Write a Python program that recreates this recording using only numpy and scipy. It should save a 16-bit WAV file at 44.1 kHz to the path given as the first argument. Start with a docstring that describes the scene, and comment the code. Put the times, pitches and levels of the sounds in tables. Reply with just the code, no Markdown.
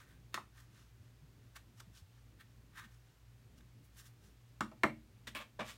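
"""A wooden puzzle box at the workbench

Motors hum and beat faintly in a small workshop. A puzzle box is turned in the hands: fingers and
sliding panels rub by stick-slip friction, and a panel snaps shut, exciting the wood's damped modes.
The box is set down on a board, one corner first, then flat, and the bench rings low beneath it.
A few scuffs and bumps follow nearby."""
import sys
import numpy as np
from scipy import signal
from scipy.fft import rfft, irfft, next_fast_len
from scipy.io import wavfile
from scipy.ndimage import uniform_filter1d, map_coordinates

SR = 44100
rng = np.random.default_rng(int(sys.argv[2]) if len(sys.argv) > 2 else 0)


def digitize_waveform(pressure):
    """Quantize a signal to 16-bit integers and store it at the path in sys.argv[1].

    Rows of a 2-D input are taken as channels; values are limited to [-1, 1].
    """
    field = np.atleast_2d(pressure).T
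    bounded = np.clip(field, -1, 1)
    quanta = np.round(bounded * 32767).astype(np.int16)
    wavfile.write(sys.argv[1], SR, quanta)


N = 254456
TIME = np.arange(N) / SR
AFTER = np.arange(SR * 2 // 5) / SR  # seconds since the start of one event

# spectrum of a dull push on wood: frequency_hz, density_db
THUD_SPECTRUM = [(40, -14), (80, -3.5), (160, -0.5), (250, -1), (370, -2.5), (460, -12), (600, 1),
                 (1200, -27.5), (3000, -80)]


def amp(db):
    """Decibels as an amplitude ratio."""
    return 10 ** (np.asarray(db) / 20)


def unit(x, size=None):
    """Normalisation to rms 1, taken over the first size samples or over all of x."""
    return x / np.sqrt(np.mean(x[:size] ** 2) + 1e-20)


def along(points, hz):
    """Interpolation of (frequency, value) points on a logarithmic frequency axis."""
    frequencies, values = np.transpose(points)
    return np.interp(np.log(hz + 1), np.log(frequencies + 1), values)


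def filtered(x, response):
    """Linear filtering: the spectrum of x is multiplied by a frequency response."""
    size = next_fast_len(len(x) + 2 ** 11)
    return irfft(rfft(x, size) * response(np.fft.rfftfreq(size, 1 / SR)), size)[:len(x)]


def coloured(x, spectrum):
    """Spectral shaping by a curve in decibels, at rms 1."""
    return unit(filtered(x, lambda hz: amp(along(spectrum, hz))))


def around(centre_hz, octaves):
    """Selective excitation: a contact drives a band of frequencies about a centre."""
    return lambda hz: 1 / (1 + (np.log2((hz + 1) / centre_hz) / octaves) ** 2) ** 2


def motors():
    """Beating: motors just under mains speed give close tones that drift in and out of phase."""
    # motor and mains tones: pitch_hz, level_db
    tones = [(55.77, -70), (58.71, -71), (100.81, -75), (102.9, -79), (111.4, -79), (117.38, -67),
             (119.99, -71)]
    return sum(amp(db) * np.sqrt(2) * np.sin(2 * np.pi * (hz * TIME + rng.random())) for hz, db in tones)


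def room_noise(rumble_db=-68, swell_db=2, hiss_db=-73.5):
    """Broadband noise: a rumble under slow amplitude modulation and a steady hiss of air."""
    # low rumble of the room: frequency_hz, density_db
    rumble_spectrum = [(20, -27.5), (32, -9.5), (45, 1), (80, 1.5), (110, 5.5), (165, 0), (195, -2.5),
                       (225, -4), (280, -5), (400, -11.5), (800, -26), (1600, -52)]
    # air noise: frequency_hz, density_db
    hiss_spectrum = [(100, -10), (400, 0), (1000, -2), (2000, -3), (4000, -7), (7000, -10.2),
                     (10500, -14.5), (13000, -13.5), (16000, -14.5)]
    swell = map_coordinates(rng.standard_normal(64), [TIME * 10])  # ten changes a second
    rumble = unit(amp(swell_db * swell) * coloured(rng.standard_normal(N), rumble_spectrum))
    hiss = coloured(rng.standard_normal(N), hiss_spectrum)
    return amp(rumble_db) * rumble + amp(hiss_db) * hiss


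def add(track, start_s, sound):
    """Superposition: a sound is summed into the track from start_s on."""
    remaining = track[round(start_s * SR):]
    remaining[:len(sound)] += sound[:len(remaining)]


def workshop(x, wet_db, build_s=0.0036):
    """Reverberation: a diffuse tail builds within milliseconds and decays at each band's own rate."""
    # reverberation time of the room: frequency_hz, t60_s
    decay_times = [(150, 0.21), (500, 0.23), (1200, 0.16), (2500, 0.22), (6000, 0.18), (15000, 0.23)]
    hz, t, bands = signal.stft(rng.standard_normal(len(AFTER)), SR, nperseg=256)
    decay = amp(-60 * t / along(decay_times, hz)[:, None])
    tail = signal.istft(bands * decay, SR, nperseg=256)[1][:len(AFTER)]
    tail *= 1 - np.exp(-(AFTER / build_s) ** 2)
    return x + amp(wet_db) * signal.fftconvolve(x, tail / np.linalg.norm(tail))[:len(x)]


def resonate(x, peaks):
    """Forced vibration: x drives parallel resonances of alternating sign, at rms 1."""
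    def response(hz):
        return sum((-1) ** k * amp(db) * 1j * hz * width / (centre ** 2 - hz ** 2 + 1j * hz * width)
                   for k, (centre, width, db) in enumerate(peaks))
    return unit(filtered(x, response))


def friction(strokes, resonances, hiss_spectrum, low_hz, grain_db, clump_db):
    """Stick-slip friction: tiny slips drive the body's resonances and hiss at the surface."""
    out = np.zeros(N)
    for onset_s, rise_s, hold_s, fall_s, db, body_over_hiss_db, tilt_db in strokes:
        start_s = max(onset_s - AFTER[-1] / 3, 0)  # leaves time for the rise
        t = start_s + AFTER - onset_s
        pressure = np.exp(-np.maximum(-t, 0) / rise_s - np.maximum(t - hold_s, 0) / fall_s)
        # the grain catches about once a millisecond, in clumps a few times longer
        grain = unit(uniform_filter1d(rng.standard_normal(len(t)), 40))
        clumps = unit(uniform_filter1d(rng.standard_normal(len(t)), 260))
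        slips = amp(grain_db * grain + clump_db * clumps) * rng.standard_normal((2, len(t)))

        def colour(hz):
            """Small parts radiate little bass; a faster, drier stroke is brighter."""
            return hz ** 3 / (hz ** 3 + low_hz ** 3) * amp(tilt_db * np.log2(np.maximum(hz, low_hz)))

        body = unit(filtered(resonate(slips[0], resonances), colour))
        hiss = unit(filtered(coloured(slips[1], hiss_spectrum), colour))
        hiss_db = db - 10 * np.log10(1 + amp(body_over_hiss_db) ** 2)  # the two powers sum to db
        add(out, start_s, pressure * amp(hiss_db) * (amp(body_over_hiss_db) * body + hiss))
    return out


def swells(rows, rise=0.3, hold=0.32, fall=0.36):
    """Stroke envelopes: pressure rises, holds and falls in set shares of each stroke's length."""
    return [(middle_s - hold * length_s / 2, rise * length_s, hold * length_s, fall * length_s, *levels)
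            for middle_s, length_s, *levels in rows]


def rubs():
    """Sliding friction: panels run in their grooves and fingers brush the wood."""
    # strokes on the box: middle_s, length_s, level_db, body_over_hiss_db, tilt_db_per_octave
    slides = [(.007, 0.066, -60.5, 6.5, -2.5), (.105, 0.1, -69, 6, 0), (.336, 0.017, -65, 8, 2),
              (.592, 0.079, -64.5, 1.5, -3), (.785, 0.14, -69, -2.5, -6.5), (1.564, .018, -52.5, 1, -3),
              (1.785, .04, -69, -3, -3), (1.804, 0.011, -53, -3, -4), (1.973, 0.062, -64, -9.5, -5),
              (2.409, 0.028, -60, 8, 3), (2.787, 0.056, -51, 9, -2), (2.846, .034, -59.5, 9, -2),
              (2.93, .09, -73.5, -1, -3), (3.583, .019, -68, -8, -4.5), (3.609, 0.0087, -66.5, 10, 1),
              (3.853, 0.045, -72.5, -15, 5), (3.992, 0.058, -58.5, -5.5, -2), (4.064, 0.041, -62, -5, -1.5),
              (4.26, .11, -72, -6, -3.5)]
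    # resonances of the rubbed box: centre_hz, width_hz, level_db
    resonances = [(1052, 140, 0), (1230, 95, 4), (1550, 110, 5.5), (1800, 90, 6), (2020, 340, -1.5),
                  (3780, 920, -8.5)]
    # hiss of skin on wood: frequency_hz, density_db
    skin_spectrum = [(880, -49), (1500, -4.5), (1900, -26), (1990, -20.5), (2720, 2), (4940, 2.5),
                     (5340, 5.5), (15500, 0.5)]
    strokes = swells(slides + fidgets())
    rubbing = friction(strokes, resonances, skin_spectrum, low_hz=816, grain_db=1.7, clump_db=0.9)
    return workshop(rubbing, wet_db=-10)


def fidgets(count=7, held_s=(0.9, 4.5), length_s=0.11, level_db=-80.5, scatter_db=4):
    """Light friction: strokes of the shifting grip, loosely spaced while the box is held."""
    body_over_hiss_db, tilt_db_per_octave = -2, -7
    chance = rng.random((count, 2))
    times = np.interp(np.arange(count) + chance[:, 0], [0, count], held_s)
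    levels = level_db + scatter_db * (2 * chance[:, 1] - 1)
    return [(s, length_s, db, body_over_hiss_db, tilt_db_per_octave) for s, db in zip(times, levels)]


def clacks(octaves=0.58, contact_s=0.00027, thump_over_ring_db=-18.5, thump_hz=370):
    """Damped impacts: the blows of a panel on its stop, their ringing shortened by the grip."""
    # a panel meets its stop: start_s, ring_db, centre_hz, damping_ratio_to_free_box, crack_over_ring_db
    stops = [(0.3428, -40, 1520, 1.75, -1), (0.3762, -41.5, 1200, 4.1, -32), (1.563, -60, 1370, 2.3, 0.5),
             (1.802, -59, 1290, 1.6, -16)]
    return [(s, db, hz, octaves, damping, contact_s, db + crack_db, db + thump_over_ring_db, thump_hz)
            for s, db, hz, damping, crack_db in stops]


def bounces(blows, delay_s=0.0057, narrowing=0.53, extra_damping=1.3):
    """Inelastic rebound: each blow returns once, weaker and duller."""
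    rebounds = []
    for s, ring_db, hz, octaves, damping, contact_s, crack_db, thump_db, thump_hz in blows:
        lower = 2 ** (-0.37 * octaves)  # the broader the contact, the lower the modes struck
        rebounds.append((s + delay_s, ring_db - 6, hz * lower, octaves * narrowing,
                         damping * extra_damping, contact_s, crack_db - 13, thump_db - 12.5,
                         thump_hz * lower))
    return rebounds


def ring(modes, weight, attack_s, scatter_db):
    """Free vibration: a sum of damped modes, each struck with scattered strength and random sign."""
    hz, db, t60 = np.transpose(modes)[:, :, None]
    strength = weight(hz) * amp(db + scatter_db * rng.standard_normal(hz.shape))
    sign = rng.choice([-1, 1], hz.shape)
    swing = np.sin(2 * np.pi * hz * AFTER) * amp(-60 * AFTER / t60)
    return np.sum(strength * sign * swing, axis=0) * (1 - np.exp(-AFTER / attack_s))


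def noise_burst(spectrum, t60_s, front_db=-60):
    """An impact transient: one sharp wave front and exponentially decaying noise, coloured alike."""
    puff = rng.standard_normal(len(AFTER)) * amp(-60 * AFTER / t60_s)
    front = signal.unit_impulse(len(AFTER), SR // 2000) * np.linalg.norm(puff)
    return coloured(puff + amp(front_db) * front, spectrum)


def knocks(blows, crack_t60_s=0.027, modes_db=-6, panels_t60_s=0.06):
    """Impact excitation: each blow and its rebound crack at the contact, ring the box and thump."""
    # modes of the box: pitch_hz, level_db, t60_s
    box_modes = [(580, -3, 0.26), (598, -19, 0.09), (645, 13, 0.1), (780, -12, 0.066), (861, 1.5, 0.16),
                 (950, -11.5, 0.16), (1124, -0.5, 0.063), (1140, -7, .13), (1338, 5.5, 0.041),
                 (1400, -3.5, 0.1), (1587, -11, 0.14), (1730, -15, 0.11), (1860, -4.5, 0.33),
                 (1778, 11, 0.097), (2160, -10, 0.35), (2134, -2.5, 0.27), (2423, -4, 0.12),
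                 (2200, -32, 0.11), (2600, 0, .13), (3100, -18.5, 0.18)]
    # short-lived panel modes that overlap into one band: frequency_hz, density_db
    panel_spectrum = [(300, -25), (450, -10.5), (600, -4.5), (1000, 0.5), (1300, 2.5), (1600, -6),
                      (2350, 0.5), (2700, -4), (3200, -18), (4000, -16.5), (4900, -33), (9000, -54.5)]
    # crack of the contact: frequency_hz, density_db
    crack_spectrum = [(300, -39), (900, -9), (2000, 1), (3900, -1.5), (4900, -7.5), (5700, -5), (8500, -11),
                      (10500, -16), (16000, -21)]
    out = np.zeros(N)
    for blow in blows + bounces(blows):
        start_s, ring_db, centre_hz, octaves, damping, contact_s, crack_db, thump_db, thump_hz = blow
        struck = around(centre_hz, octaves)  # place and hardness of the contact select the modes
        damped = [(hz, db, t60 / damping) for hz, db, t60 in box_modes]
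        modes = unit(ring(damped, struck, contact_s, scatter_db=4.5), size=882)
        panels = filtered(noise_burst(panel_spectrum, panels_t60_s / damping, front_db=-10), struck)
        blur = unit(panels * (1 - np.exp(-AFTER / contact_s)), size=441)
        wood = unit(amp(modes_db) * workshop(modes, wet_db=-13) + workshop(blur, wet_db=-7), size=441)
        crack = unit(noise_burst(crack_spectrum, crack_t60_s, front_db=-10), size=441)
        crack = workshop(crack, wet_db=-5.5)
        add(out, start_s, amp(ring_db) * wood + amp(crack_db) * crack + amp(thump_db) * thump(thump_hz))
    return out


def push(weight, t60_s, rise_s):
    """Soft contact: a force that builds gradually gives a dull thud without a sharp edge."""
    thud = filtered(noise_burst(THUD_SPECTRUM, t60_s), weight)
    return unit(thud * (1 - np.exp(-AFTER / rise_s)), size=1764)


def thump(centre_hz, octaves=1.55, push_db=-3):
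    """Inertia: the heavy bench takes milliseconds to get going, then rings in its low modes."""
    # modes of the board and bench: pitch_hz, level_db, t60_s
    bench_modes = [(94.5, -3, .2), (117, 1, 0.17), (142, -7, 0.34), (209.5, -1.5, 0.26), (226.3, -7, 0.42),
                   (274, 0, 0.075), (309.7, -9.5, 0.39), (350.5, -3.5, 0.22), (375, 5.5, 0.07),
                   (437, -27, 0.16), (523, 1.5, 0.091)]
    struck = around(centre_hz, octaves)
    modes = unit(ring(bench_modes, struck, attack_s=0.0063, scatter_db=-1), size=1764)
    return unit(modes + amp(push_db) * push(struck, t60_s=0.2, rise_s=0.0015), size=1764)


def nudges():
    """Low-frequency excitation: soft fingers push the box and drive only a narrow, low band."""
    # pushes of the fingers: start_s, level_db, centre_hz
    touches = [(.985, -59.5, 84), (1.221, -60, 150), (1.863, -63, 175), (2.018, -56.5, 99),
               (2.838, -64, 202)]
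    out = np.zeros(N)
    for start_s, db, centre_hz in touches:
        add(out, start_s, amp(db) * push(around(centre_hz, octaves=0.24), t60_s=0.11, rise_s=0.0085))
    return out


def landings(hard_db=-28, hard_contact_s=0.00035, thump_over_ring_db=-9):
    """Contact area and time: flatter blows ring more modes, more freely; harder ones are briefer."""
    # the box meets the board: start_s, ring_db, centre_hz, flatness (0 a corner, 1 the whole base)
    touchdowns = [(4.6075, -34, 1300, 0.062), (4.715, -58.5, 596, 0.63), (4.8344, -25.5, 1170, 0.9)]
    blows = []
    for start_s, db, centre_hz, flatness in touchdowns:
        octaves = np.interp(flatness, [0, 1], [0.3, 2.28])
        damping = np.interp(flatness, [0, 1], [2.2, 1.35])
        thump_hz = np.interp(flatness, [0, 1], [225, 283])
        crack_db = db + np.interp(flatness, [0, 1], [-10.5, -17.5])
        thump_db = db + thump_over_ring_db
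        contact_s = hard_contact_s * amp(hard_db - db)
        blows.append((start_s, db, centre_hz, octaves, damping, contact_s, crack_db, thump_db, thump_hz))
    return blows


def scuffs(attack_s=0.00098, hold=0.44, bump_hz=216):
    """Impact, then friction: rough scrapes beside the bench start with a soft bump; some drag on."""
    # sudden scrapes: start_s, length_s, level_db, body_over_hiss_db, tilt_db_per_octave, bump_db
    scrapes = [(5.2713, 0.018, -46, -11.5, -0.5, -62.5), (5.35, 0.04, -42.5, 21, 3, -57),
               (5.593, 0.034, -40, 5, -4.5, -49.5)]
    # drags after a scrape: middle_s, length_s, level_db, body_over_hiss_db, tilt_db_per_octave
    drags = [(5.416, .032, -50, 6, -1), (5.69, 0.074, -51.5, -7.5, 1.2)]
    # resonances of the scraped body: centre_hz, width_hz, level_db
    resonances = [(446, 91, -18), (597, 52, 0.5), (866, 136, -6), (1127, 107, 2), (1710, 230, -6.5),
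                  (2410, 356, -5), (3340, 290, -10), (3820, 300, -15)]
    # hiss of the scraped surface: frequency_hz, density_db
    hiss_spectrum = [(880, -13), (1500, -2), (3150, -6), (3800, -3.5), (4390, -9), (7820, -14), (9230, -15),
                     (9990, -23.5), (11800, -19), (15500, -27)]
    strokes = [(start_s, attack_s, hold * length_s, (1 - hold) * length_s, *levels)
               for start_s, length_s, *levels, _ in scrapes] + swells(drags)
    scraping = friction(strokes, resonances, hiss_spectrum, low_hz=276, grain_db=3.5, clump_db=-1.1)
    out = workshop(scraping, wet_db=-8)
    for start_s, *_, bump_db in scrapes:
        add(out, start_s, amp(bump_db) * thump(bump_hz, octaves=0.77))
    return out


def scene():
    """Superposition: the pressures of all sources add at one point above the bench."""
    return (knocks(clacks() + landings()) + rubs() + nudges() + scuffs() + motors() + room_noise())[None]


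def record(dry, top_hz=15900):
    """Band limiting: an ideal low-pass filter removes everything above top_hz."""
    return np.array([filtered(x, lambda hz: hz < top_hz) for x in dry])


dry = scene()
out = record(dry)
digitize_waveform(out)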